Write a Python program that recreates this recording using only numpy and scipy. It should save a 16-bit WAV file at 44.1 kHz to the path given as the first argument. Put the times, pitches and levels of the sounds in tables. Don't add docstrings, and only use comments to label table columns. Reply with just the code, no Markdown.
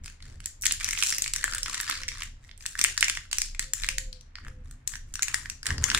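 import sys
import numpy as np
from scipy import signal
from scipy.fft import rfft, irfft, next_fast_len
from scipy.io import wavfile
from scipy.ndimage import uniform_filter1d, minimum_filter1d

SR = 44100
rng = np.random.default_rng(int(sys.argv[2]) if len(sys.argv) > 2 else 0)


def pcm_store(signal):
    levels = np.round(np.clip(np.atleast_2d(signal), -1, 1) * 32767)
    wavfile.write(sys.argv[1], SR, levels.astype(np.int16).T)


N = 264157
TIME = np.arange(N) / SR
SNAP_SIZE = 220

# start_s, pitch_hz, tautness (0-1)
FACET_CURVE = [(.7, 2014, 0.27), (1.0, 2684, 0.4), (1.15, 2740, 0.95), (1.3, 2400, 1), (1.37, 1860, 0.5),
               (1.45, 1630, 0.55), (1.57, 1540, 0.71), (1.7, 1580, 0.05), (2.2, 1792, 0), (3.1, 1920, 0.38),
               (5.7, 1460, 0.01)]


def from_db(db):
    return 10 ** (np.asarray(db) / 20)


def rms_one(x):
    return x / np.sqrt(np.mean(x ** 2, axis=-1, keepdims=True) + 1e-20)


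def at_time(rows, t):
    s, *columns = np.transpose(rows)
    return [np.interp(t, s, c) for c in columns]


def at_hz(points, hz):
    f, value = np.transpose(points)
    return np.interp(np.log(hz + 1e-3), np.log(f), value)


def band(x, low_hz, high_hz, order=2):
    edges = [low_hz, min(high_hz, SR / 2 - 1)]
    return signal.sosfilt(signal.butter(order, edges, "band", fs=SR, output="sos"), x)


def colour(x, spectrum):
    size = 2 * next_fast_len(N // 2 + SNAP_SIZE * 20)
    magnitude = from_db(at_hz(spectrum, np.fft.rfftfreq(size, 1 / SR)))
    cepstrum = irfft(np.log(magnitude))
    response = np.exp(2 * rfft(cepstrum[:size // 2], size) - cepstrum[0])
    return irfft(rfft(x, size) * response, size)[..., :N]


def held_db(rows, t, attack_s, release_s, resting_db):
    start, end, *columns = np.transpose(rows)[:, :, None]
    build_up = np.clip((t - start) / attack_s, 0, 1)
    power_shape = (build_up * np.exp(-np.maximum(t - end, 0) / release_s)) ** 2
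    levels = []
    for db, rest in zip(columns, resting_db):
        power = from_db(db[:, 0]) ** 2 @ power_shape + from_db(rest) ** 2
        levels.append(10 * np.log10(power))
    return levels


def still_air():
    # frequency_hz, density_db (per Hz)
    quiet = [(30, -12), (120, -8), (300, -7), (800, -10.5), (2000, -9.5), (8000, -35), (11000, -46.5)]
    return from_db(-67.5) * rms_one(colour(rng.standard_normal((2, N)), quiet))


def dove():
    # start_s, length_s, first_hz, middle_hz, last_hz, level_db
    notes = [(1.11, 0.12, 515, 537, 500, -66.5), (1.324, 0.47, 512, 528.5, 475, -66),
             (1.94, 0.21, 525, 518, 476, -65.5), (3.627, 0.13, 515, 523, 520, -65.5),
             (3.842, 0.388, 525, 524, 494, -62), (4.482, .16, 525, 508, 497, -65)]
    out = np.zeros(N)
    for start, length, first_hz, middle_hz, last_hz, level_db in notes:
        u = np.clip((TIME - start) / length, 0, 1)
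        hz = np.polyval(np.polyfit([0, .5, 1], [first_hz, middle_hz, last_hz], 2), u)
        swell = np.sqrt(2 * np.abs(np.sin(np.pi * u)))
        out += from_db(level_db) * swell * np.sin(2 * np.pi * np.cumsum(hz) / SR)
    waver = 1 + .25 * rms_one(band(rng.standard_normal((2, N)), 10, 20))
    return out * waver * from_db([[-1.5], [1.5]])


def rumble(spectrum, side_db):
    mid, side = rms_one(colour(rng.standard_normal((2, N)), spectrum))
    swell = np.sqrt(uniform_filter1d(mid ** 2, size=SR // 8) + 1e-6)
    return mid / swell + from_db(side_db) * side * [[1], [-1]]


def handling():
    # start_s, end_s, sway_db, thud_db
    presses = [(-0.05, 0.04, -40.5, -47), (0.2, 0.42, -48.5, -48.5), (0.6, 0.96, -45.5, -52),
               (1.22, 1.68, -43.5, -55), (1.95, 2.33, -45, -52), (2.76, 3.22, -48, -55),
               (3.33, 3.64, -39.5, -57), (3.77, 4.08, -37, -51.5), (4.38, 4.72, -44, -48),
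               (4.9, 5.16, -44.5, -53), (5.26, 5.53, -52, -51), (5.67, 5.82, -39, -32.5),
               (5.87, 5.99, -43, -40)]
    # start_s, length_s, level_db
    rubs = [(0.244, 0.15, -65), (2.807, 0.15, -60), (4.41, 0.12, -61.5), (5.638, 0.19, -52),
            (5.778, 0.12, -52.5), (5.913, 0.1, -49.5)]
    # frequency_hz, density_db (per Hz)
    sway_spectrum = [(12, -4.5), (22, 5), (28, 16), (36, 7), (50, -14.5), (70, -54), (200, -88.5)]
    thud_spectrum = [(40, -38.5), (60, -7.5), (75, 0.5), (88, -7), (102, -7.5), (113, -13.5), (128, -7.5),
                     (152, -21.5), (175, -27), (200, -21), (250, -23), (320, -32.5), (600, -48.5),
                     (1200, -58.5), (5000, -82.5)]
    skin_spectrum = [(120, -9.5), (280, -4.5), (430, -3), (700, -10.5), (1200, -11.5), (5000, -36.5),
                     (12000, -48.5)]
    sway_db, thud_db = held_db(presses, TIME, attack_s=0.043, release_s=0.045, resting_db=[-51.5, -56])
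    strokes = np.zeros(N)
    for start, length, db in rubs:
        strokes += from_db(db) * np.sin(np.pi * np.clip((TIME - start) / length, 0, 1))
    swaying = from_db(sway_db) * rumble(sway_spectrum, side_db=-41.5)
    thudding = from_db(thud_db) * rumble(thud_spectrum, side_db=-37)
    rubbing = strokes * rumble(skin_spectrum, side_db=-1.5)
    return swaying + thudding + rubbing


def bumps():
    # start_s, level_db
    blows = [(3.175, -49), (4.441, -52), (5.70, -44), (5.749, -37.5), (5.83, -43)]
    board_hz, attack_s, decay_s = 145.7, 0.0076, .035
    s, level_db = np.transpose(blows)
    t = np.maximum(TIME - s[:, None], 0)
    ring = np.sin(2 * np.pi * board_hz * t) * (1 - np.exp(-t / attack_s)) * np.exp(-t / decay_s)
    return from_db(level_db) @ ring


def band_levels(flap_db, treble_db, brightness_db):
    crack_db = treble_db - 10 * np.log10(1 + from_db(brightness_db) ** 2)
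    sizzle_db = crack_db + brightness_db
    air_db = treble_db - 11.5 + 0.79 * brightness_db
    return [flap_db, crack_db, sizzle_db, air_db]


def buckles(times, flap_hz, ridge_hz, levels_db, pan_db, flap_decay_s, crack_decay_s, ridge_decay_s,
            ridge_db, alike, lead_s):
    # low_hz, high_hz
    crack_bands = [(2500, 5500), (5500, 10000), (10000, 15500)]
    t = np.arange(SNAP_SIZE) / SR
    chance = rng.standard_normal((len(times), 4, 3, SNAP_SIZE))
    alike = np.clip(alike, 0, 1)
    grit = np.sqrt(alike) * chance[:, :, :1] + np.sqrt(1 - alike) * chance[:, :, 1:]
    fade_out = np.minimum(1, 10 * (1 - t / t[-1]))
    onset = (1 - np.exp(-(t / 0.0004) ** 2)) * fade_out

    flap_tone = np.sin(2 * np.pi * (flap_hz[:, None, None] * t + chance[:, 0, :1, :1]))
    flap_noise = 0.52 * rms_one(band(grit[:, 0], 900, 3060))
    flap = (flap_tone + flap_noise) * onset * np.exp(-t / flap_decay_s)
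    shapes = rms_one(band(flap, 752, 3600, order=4)) * from_db(levels_db[0])[:, None, None]

    ridge_tone = np.sin(2 * np.pi * (ridge_hz[:, None, None] * t + chance[:, 1, :1, :1]))
    ridge = ridge_tone * onset * np.exp(-t / ridge_decay_s)
    flip = onset * (np.exp(-t / crack_decay_s) + 0.064)
    for k, (edges, level_db) in enumerate(zip(crack_bands, levels_db[1:])):
        crack = band(grit[:, k + 1] * flip + from_db(ridge_db) * ridge, *edges, order=4)
        shapes = shapes + rms_one(crack) * from_db(level_db)[:, None, None]

    out = []
    lead = lead_s + .00003 * chance[:, 1, 0, -1]
    for channel, side in enumerate((1, -1)):
        first = np.round((times - .0001 + side * lead / 2) * SR).astype(int)
        at = first[:, None] + np.arange(SNAP_SIZE)
        panned = shapes[:, channel] * from_db(side * pan_db / 2)[:, None]
        out.append(np.bincount(np.maximum(at, 0).ravel(), panned.ravel(), N)[:N])
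    return np.array(out)


def crackle(count=2300):
    # start_s, end_s, flap_db, treble_db, brightness_db (sizzle over crack)
    grips = [(0.029, 0.086, -51, -46.5, 0), (0.216, 0.333, -59, -54.5, -1.5),
             (0.424, 0.468, -54, -46.5, -5), (0.609, 0.63, -70.5, -34.5, 17), (0.63, 0.736, -43, -36, -11),
             (0.789, 0.99, -39, -36.5, 0), (0.968, 1.146, -37.5, -28.5, 5), (1.127, 1.318, -47.5, -42, -2),
             (1.342, 1.583, -42.5, -37, -0.5), (1.647, 1.844, -39, -35.5, -0.5),
             (1.852, 1.972, -33.5, -30.5, -8), (2.092, 2.238, -45.5, -41, -3.5),
             (2.404, 2.47, -61.5, -59, -0.5), (2.592, 2.758, -58.5, -48.5, 5), (2.767, 2.914, -43, -38, 2),
             (2.96, 3.15, -44.5, -38, -2), (3.16, 3.248, -54.5, -57, 1.5), (3.31, 3.457, -56, -39.5, 0),
             (3.602, 3.627, -46.5, -38, -1), (3.747, 3.908, -49.5, -41.5, 4),
             (4.127, 4.168, -81.5, -59, -11.5), (4.356, 4.491, -54, -62.5, 2.5),
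             (4.636, 4.72, -63.5, -61, 2), (4.865, 4.949, -54.5, -46, 8), (5.063, 5.124, -68, -61.5, 6),
             (5.136, 5.262, -55, -65, -1), (5.267, 5.394, -41.5, -40.5, 1), (5.438, 5.515, -53.5, -58, 9),
             (5.646, 5.681, -33, -33.5, 2), (5.81, 5.99, -35.5, -37.5, 4.5)]
    idle_db = -78
    s = (np.arange(count) + rng.uniform(-1, 1, count)) / count * N / SR
    size, pitch, overtone, tilt, pan = rng.standard_normal((5, count))
    size_db = 6.55 * np.minimum(size, 1.8) - 8.5
    grip_db = held_db(grips, s, attack_s=0.012, release_s=0.028, resting_db=[idle_db, idle_db])
    flap_db, treble_db = grip_db + size_db
    start, end, *_, grip_brightness_db = np.transpose(grips)
    brightness_db = np.interp(s, (start + end) / 2, grip_brightness_db) + 2.5 * tilt
    facet_hz, taut = at_time(FACET_CURVE, s)
    slack = 1 - np.clip(taut, 0, 1)
    flap_hz = facet_hz * np.exp(0.34 * slack * np.maximum(pitch, -1.3))
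    ridge_hz = facet_hz * 1.85 * np.exp(0.44 * slack + (0.067 + .3 * slack) * overtone)
    levels_db = band_levels(flap_db - 3.1 * tilt, treble_db, brightness_db)
    return buckles(s, flap_hz, ridge_hz, levels_db, 2.0 * pan, flap_decay_s=0.0037, crack_decay_s=0.00075,
                   ridge_decay_s=0.0027, ridge_db=-12, alike=0.33, lead_s=.00005)


def tear():
    # start_s, rate_hz (slips per second), level_db (before each band's offset)
    rip = [(1.04, 330, -29.5), (1.062, 240, -35.5), (1.085, 180, -25.5), (1.122, 140, -37)]
    t = TIME[(TIME > rip[0][0]) & (TIME < rip[-1][0])]
    per_s, level_db = at_time(rip, t)
    slips = np.flatnonzero(np.diff(np.floor(np.cumsum(per_s) / SR)))
    late, size, pitch = rng.standard_normal((len(slips), 3)).T
    flap_hz = at_time(FACET_CURVE, t[slips])[0] * np.exp(.06 * pitch)
    band_offsets_db = np.array([[-14], [-7], [-3], [-9]])
    levels_db = level_db[slips] + 3.4 * size + band_offsets_db
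    return buckles(t[slips] + 0.00073 * late, flap_hz, 1.4 * flap_hz, levels_db, np.zeros(len(slips)),
                   flap_decay_s=0.0022, crack_decay_s=0.0016, ridge_decay_s=0.0011, ridge_db=-6,
                   alike=0.27, lead_s=.00006)


def snaps():
    # start_s, flap_hz, ridge_hz, flap_db, treble_db, brightness_db (sizzle over crack),
    # pan_db (left over right)
    creases = [(0.0589, 2150, 8040, -44.5, -36.5, 1, -1), (0.2038, 2120.0, 2900.0, -49.5, -53.5, -10, 1),
               (0.2245, 1390, 4340, -55, -41.5, -10, 0), (0.403, 2200, 2900.0, -46, -41.5, -2, -2),
               (0.4582, 2670, 7680, -39.5, -25.5, 8.5, -1), (0.6366, 2070, 2840, -31.5, -34.5, -20, 2),
               (0.6541, 2220, 7340, -47.5, -23.5, 7, -9), (0.6571, 2070.0, 7900, -25.5, -19.5, 1, -3),
               (0.665, 2200, 3450, -30.5, -19, 5, 15), (0.7099, 2560, 2800, -26.5, -21.5, -10, -4),
               (0.722, 2400.0, 7420, -46.5, -19, 6, -5), (0.8097, 2300, 2920, -30, -36.5, 10, -1),
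               (0.844, 2630.0, 5820, -33.5, -21.5, 4.5, 2), (0.8882, 2100, 5940, -27, -25, 6, 1),
               (0.9084, 2100, 5700, -44, -26.5, 8, 7), (0.932, 2340.0, 2950, -27.5, -27.5, 8, 2),
               (0.9754, 2580, 2930, -31, -32, -15, -11), (1.0251, 2710, 2950, -19.5, -19, -7, -7.5),
               (1.0351, 2420.0, 5530, -25.5, -19.5, 7, -1), (1.1245, 2110, 5700, -28, -24, 0, -2),
               (1.1828, 2160, 5470, -32.5, -24.5, 17.5, 0), (1.2207, 2490, 8230, -31.5, -19.5, 6.5, 3),
               (1.2418, 2450, 4500, -35.5, -27, -3, -8), (1.2611, 2240, 7350, -29.5, -32, 2, 2),
               (1.278, 2220, 7750, -39, -26.5, -1.5, -1), (1.3359, 2570, 7870, -38, -20, 4, -2),
               (1.3613, 1950, 5940, -33.5, -24, 6, 2), (1.4408, 1740, 7630, -20.5, -21, 7, 0),
               (1.4788, 1500, 7450, -27.5, -39, 5, 2), (1.535, 1550, 5130, -30.5, -29, -1, -3),
               (1.5482, 1480, 8470, -32, -25, 8, 1), (1.582, 2120.0, 8250, -37, -27, 6, 1.5),
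               (1.6308, 2370, 5400, -41, -24, 2.5, -4.5), (1.6606, 2570, 3000, -34, -31, -18, 8.5),
               (1.7441, 2040, 7100.0, -34.5, -27, -2, 1), (1.8013, 1700, 3770, -28, -25.5, 1, 0),
               (1.811, 2270, 7460, -50, -28.5, 15, -4), (1.8979, 1200, 7350, -25.5, -25, 12, -2),
               (1.911, 2140, 3640, -30.5, -26, -10, -7), (2.0337, 2140, 5900, -35, -32, -8, 0),
               (2.0812, 2080, 5740, -35, -30, 4, 0), (2.0862, 2240, 5700, -33.5, -25.5, -4, -1.5),
               (2.2209, 2270, 2770, -31, -28.5, -11, -1), (2.2326, 2350, 2880, -35, -36, 10, 6.5),
               (2.492, 2050.0, 3540, -49.5, -49, -22, -10), (2.5127, 2090, 3400, -49.5, -41, -22, -3),
               (2.577, 2280.0, 8400, -72, -49, 8, -10), (2.656, 1810.0, 4170, -36, -37.5, -3, 4),
               (2.662, 2610, 7860, -37.5, -24, 3.5, -1), (2.7529, 1772, 2900.0, -32, -58, -2, -1.5),
               (2.791, 2140, 8200, -33.5, -21.5, 2.5, -3), (2.8132, 2330, 5700, -23, -17.5, 2, -1),
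               (2.8401, 2130, 8700, -24, -13, 7.5, 1.5), (2.8467, 2340, 2820, -16.5, -19, -3, 2.5),
               (2.977, 1760, 4880, -27, -20.5, -1.5, 0.5), (3.008, 2490.0, 8200, -53, -19.5, 5, -4.5),
               (3.0269, 2140.0, 2690, -13, -14.5, -6, 1), (3.0433, 1810, 5600.0, -36, -21, 1, 1),
               (3.0824, 2410, 2960, -21, -23.5, 3, -2), (3.0974, 2490, 3060, -24, -18.5, -2.5, 0.5),
               (3.1723, 2010, 2870, -27.5, -28.5, -9.5, -1), (3.3134, 2680.0, 4600.0, -41, -31.5, -3, -6),
               (3.3292, 2690, 2900.0, -24, -20, 0, -1), (3.384, 2510.0, 5800, -29.5, -19.5, 5.5, 0),
               (3.4173, 2430, 5070, -28, -20, 3.5, 0.5), (3.5479, 2400, 2840, -36, -38, -7, 3),
               (3.594, 2030, 7800.0, -27.5, -20.5, 3, -0.5), (3.7346, 1860.0, 7240, -36, -20.5, 9, 0.5),
               (3.8227, 1830, 7750, -46, -39, 11, -2), (3.8351, 2380, 3900.0, -28.5, -24.5, -11, 0),
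               (3.8442, 2160, 2840, -28.5, -29, -4, 0), (3.8877, 2260, 2800, -23, -18.5, -2, 1),
               (3.9825, 1880, 7270, -30, -22.5, 2.5, -5), (4.1283, 2330, 4400, -62, -36.5, -8, 7),
               (4.21, 2550.0, 6000.0, -75, -47, -3, 3.5), (4.355, 2010, 4700, -38, -35.5, -19, -0.5),
               (4.3844, 1455, 4760, -41, -47, -21.5, 2), (4.4485, 1820.0, 2800, -44.5, -53.5, 1, -3),
               (4.4666, 1270.0, 2900.0, -41.5, -65, 2, 3), (4.482, 1655, 5300, -43.5, -48, 6.5, 0.5),
               (4.7108, 1410, 8400.0, -53.5, -44, 7, -0.5), (4.8753, 1910, 8440, -49.5, -23.5, 9, 7),
               (4.9373, 1670, 5740, -36, -42, -8, -5), (4.9549, 1660, 5960, -36, -35.5, -0.5, 0.5),
               (5.139, 1500.0, 7400, -49, -30.5, 7, 1.5), (5.1552, 1620.0, 5780, -40, -28.5, 0, 2),
               (5.1927, 1470, 3600.0, -30.5, -34.5, -6, 1.5), (5.2228, 2450, 6660, -33, -20.5, 5, 1),
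               (5.2299, 2270, 6810, -28, -20, 6, 1.5), (5.282, 2540, 2900.0, -27, -26, 1, -0.5),
               (5.3429, 1890.0, 8900, -22.5, -19, 3, 5), (5.4574, 1820, 3020, -33.5, -37.5, -11, -2),
               (5.4988, 2650, 5900.0, -34.5, -28.5, 2, 3), (5.63, 1560, 5030, -39.5, -35.5, -2, 1),
               (5.6668, 1590, 8160, -33, -20.5, 0, -2), (5.7049, 1780, 5900.0, -23, -31.5, -5, 1),
               (5.781, 1780, 4930, -38, -31, -7.5, 3.5), (5.8398, 2040, 7070, -25, -16, 2.5, 5.5),
               (5.9006, 1900, 5800, -28.5, -20, -8, 3), (5.9152, 1640.0, 3000.0, -26, -25, -10, -3),
               (5.9473, 1470, 3760, -20, -13, -7, 1), (5.975, 2440.0, 2900.0, -25, -24, 1, -2)]
    s, flap_hz, ridge_hz, flap_db, treble_db, brightness_db, pan_db = np.transpose(creases)
    levels_db = band_levels(flap_db, treble_db, brightness_db)
    return buckles(s, flap_hz, ridge_hz, levels_db, pan_db, flap_decay_s=0.00086, crack_decay_s=0.00035,
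                   ridge_decay_s=0.00051, ridge_db=-4.0, alike=0.39, lead_s=.00007)


def room(x, wet_db, first_s):
    # frequency_hz, t60_s (time to fall by 60 dB)
    decay_times = [(500, 0.081), (1800, 0.27), (4000, 0.35), (8000, 0.29), (15000, 0.15)]
    t = TIME[:SR // 2]
    hz = np.fft.rfftfreq(len(t), 1 / SR)
    white, tail = rfft(rng.standard_normal((2, len(t)))), 0
    edges = np.geomspace(300, SR / 2, 9)
    for low, high in zip(edges, edges[1:]):
        t60 = at_hz(decay_times, np.sqrt(low * high))
        noise = irfft(white * ((hz >= low) & (hz < high)), len(t))
        tail = tail + noise * np.exp(-np.log(1000) * t / t60)
    tail = tail * np.clip(t / first_s - 1, 0, 1)
    return from_db(wet_db) * signal.fftconvolve(x, rms_one(tail) / np.sqrt(len(t)), axes=1)[:, :N]


def wrapper():
    # frequency_hz, gain_db
    left_colour = [(300, 8), (750, -12), (1200, -5), (1700, 1.5), (3000, -6.5), (4300, -1.5), (5700, -2),
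                   (7500, 5), (8600, -4.5), (9400, -5), (10300, -13), (14800, -10), (16000, -31)]
    right_colour = [(300, 15), (750, -8.5), (1200, -3.5), (1700, 0.5), (3000, -4.5), (4300, -5),
                    (5700, -1.5), (7500, -4), (8600, -1), (9400, -0.5), (10300, -3.5), (14800, -9),
                    (16000, -7.5)]
    film = snaps() + crackle() + tear()
    left, right = film + room(film, wet_db=-9, first_s=0.0027)
    return np.array([colour(left, left_colour), colour(right, right_colour)])


def scene():
    return still_air() + dove() + handling() + bumps() + wrapper()


def record(dry):
    ceiling, dip_size = .95, 130
    top_cut = signal.butter(20, 16000, fs=SR, output="sos")
    x = signal.sosfilt(top_cut, dry)
    gain = minimum_filter1d(ceiling / np.maximum(np.abs(x), ceiling), size=dip_size)
    return x * uniform_filter1d(gain, size=dip_size)


dry = scene()
out = record(dry)
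pcm_store(out)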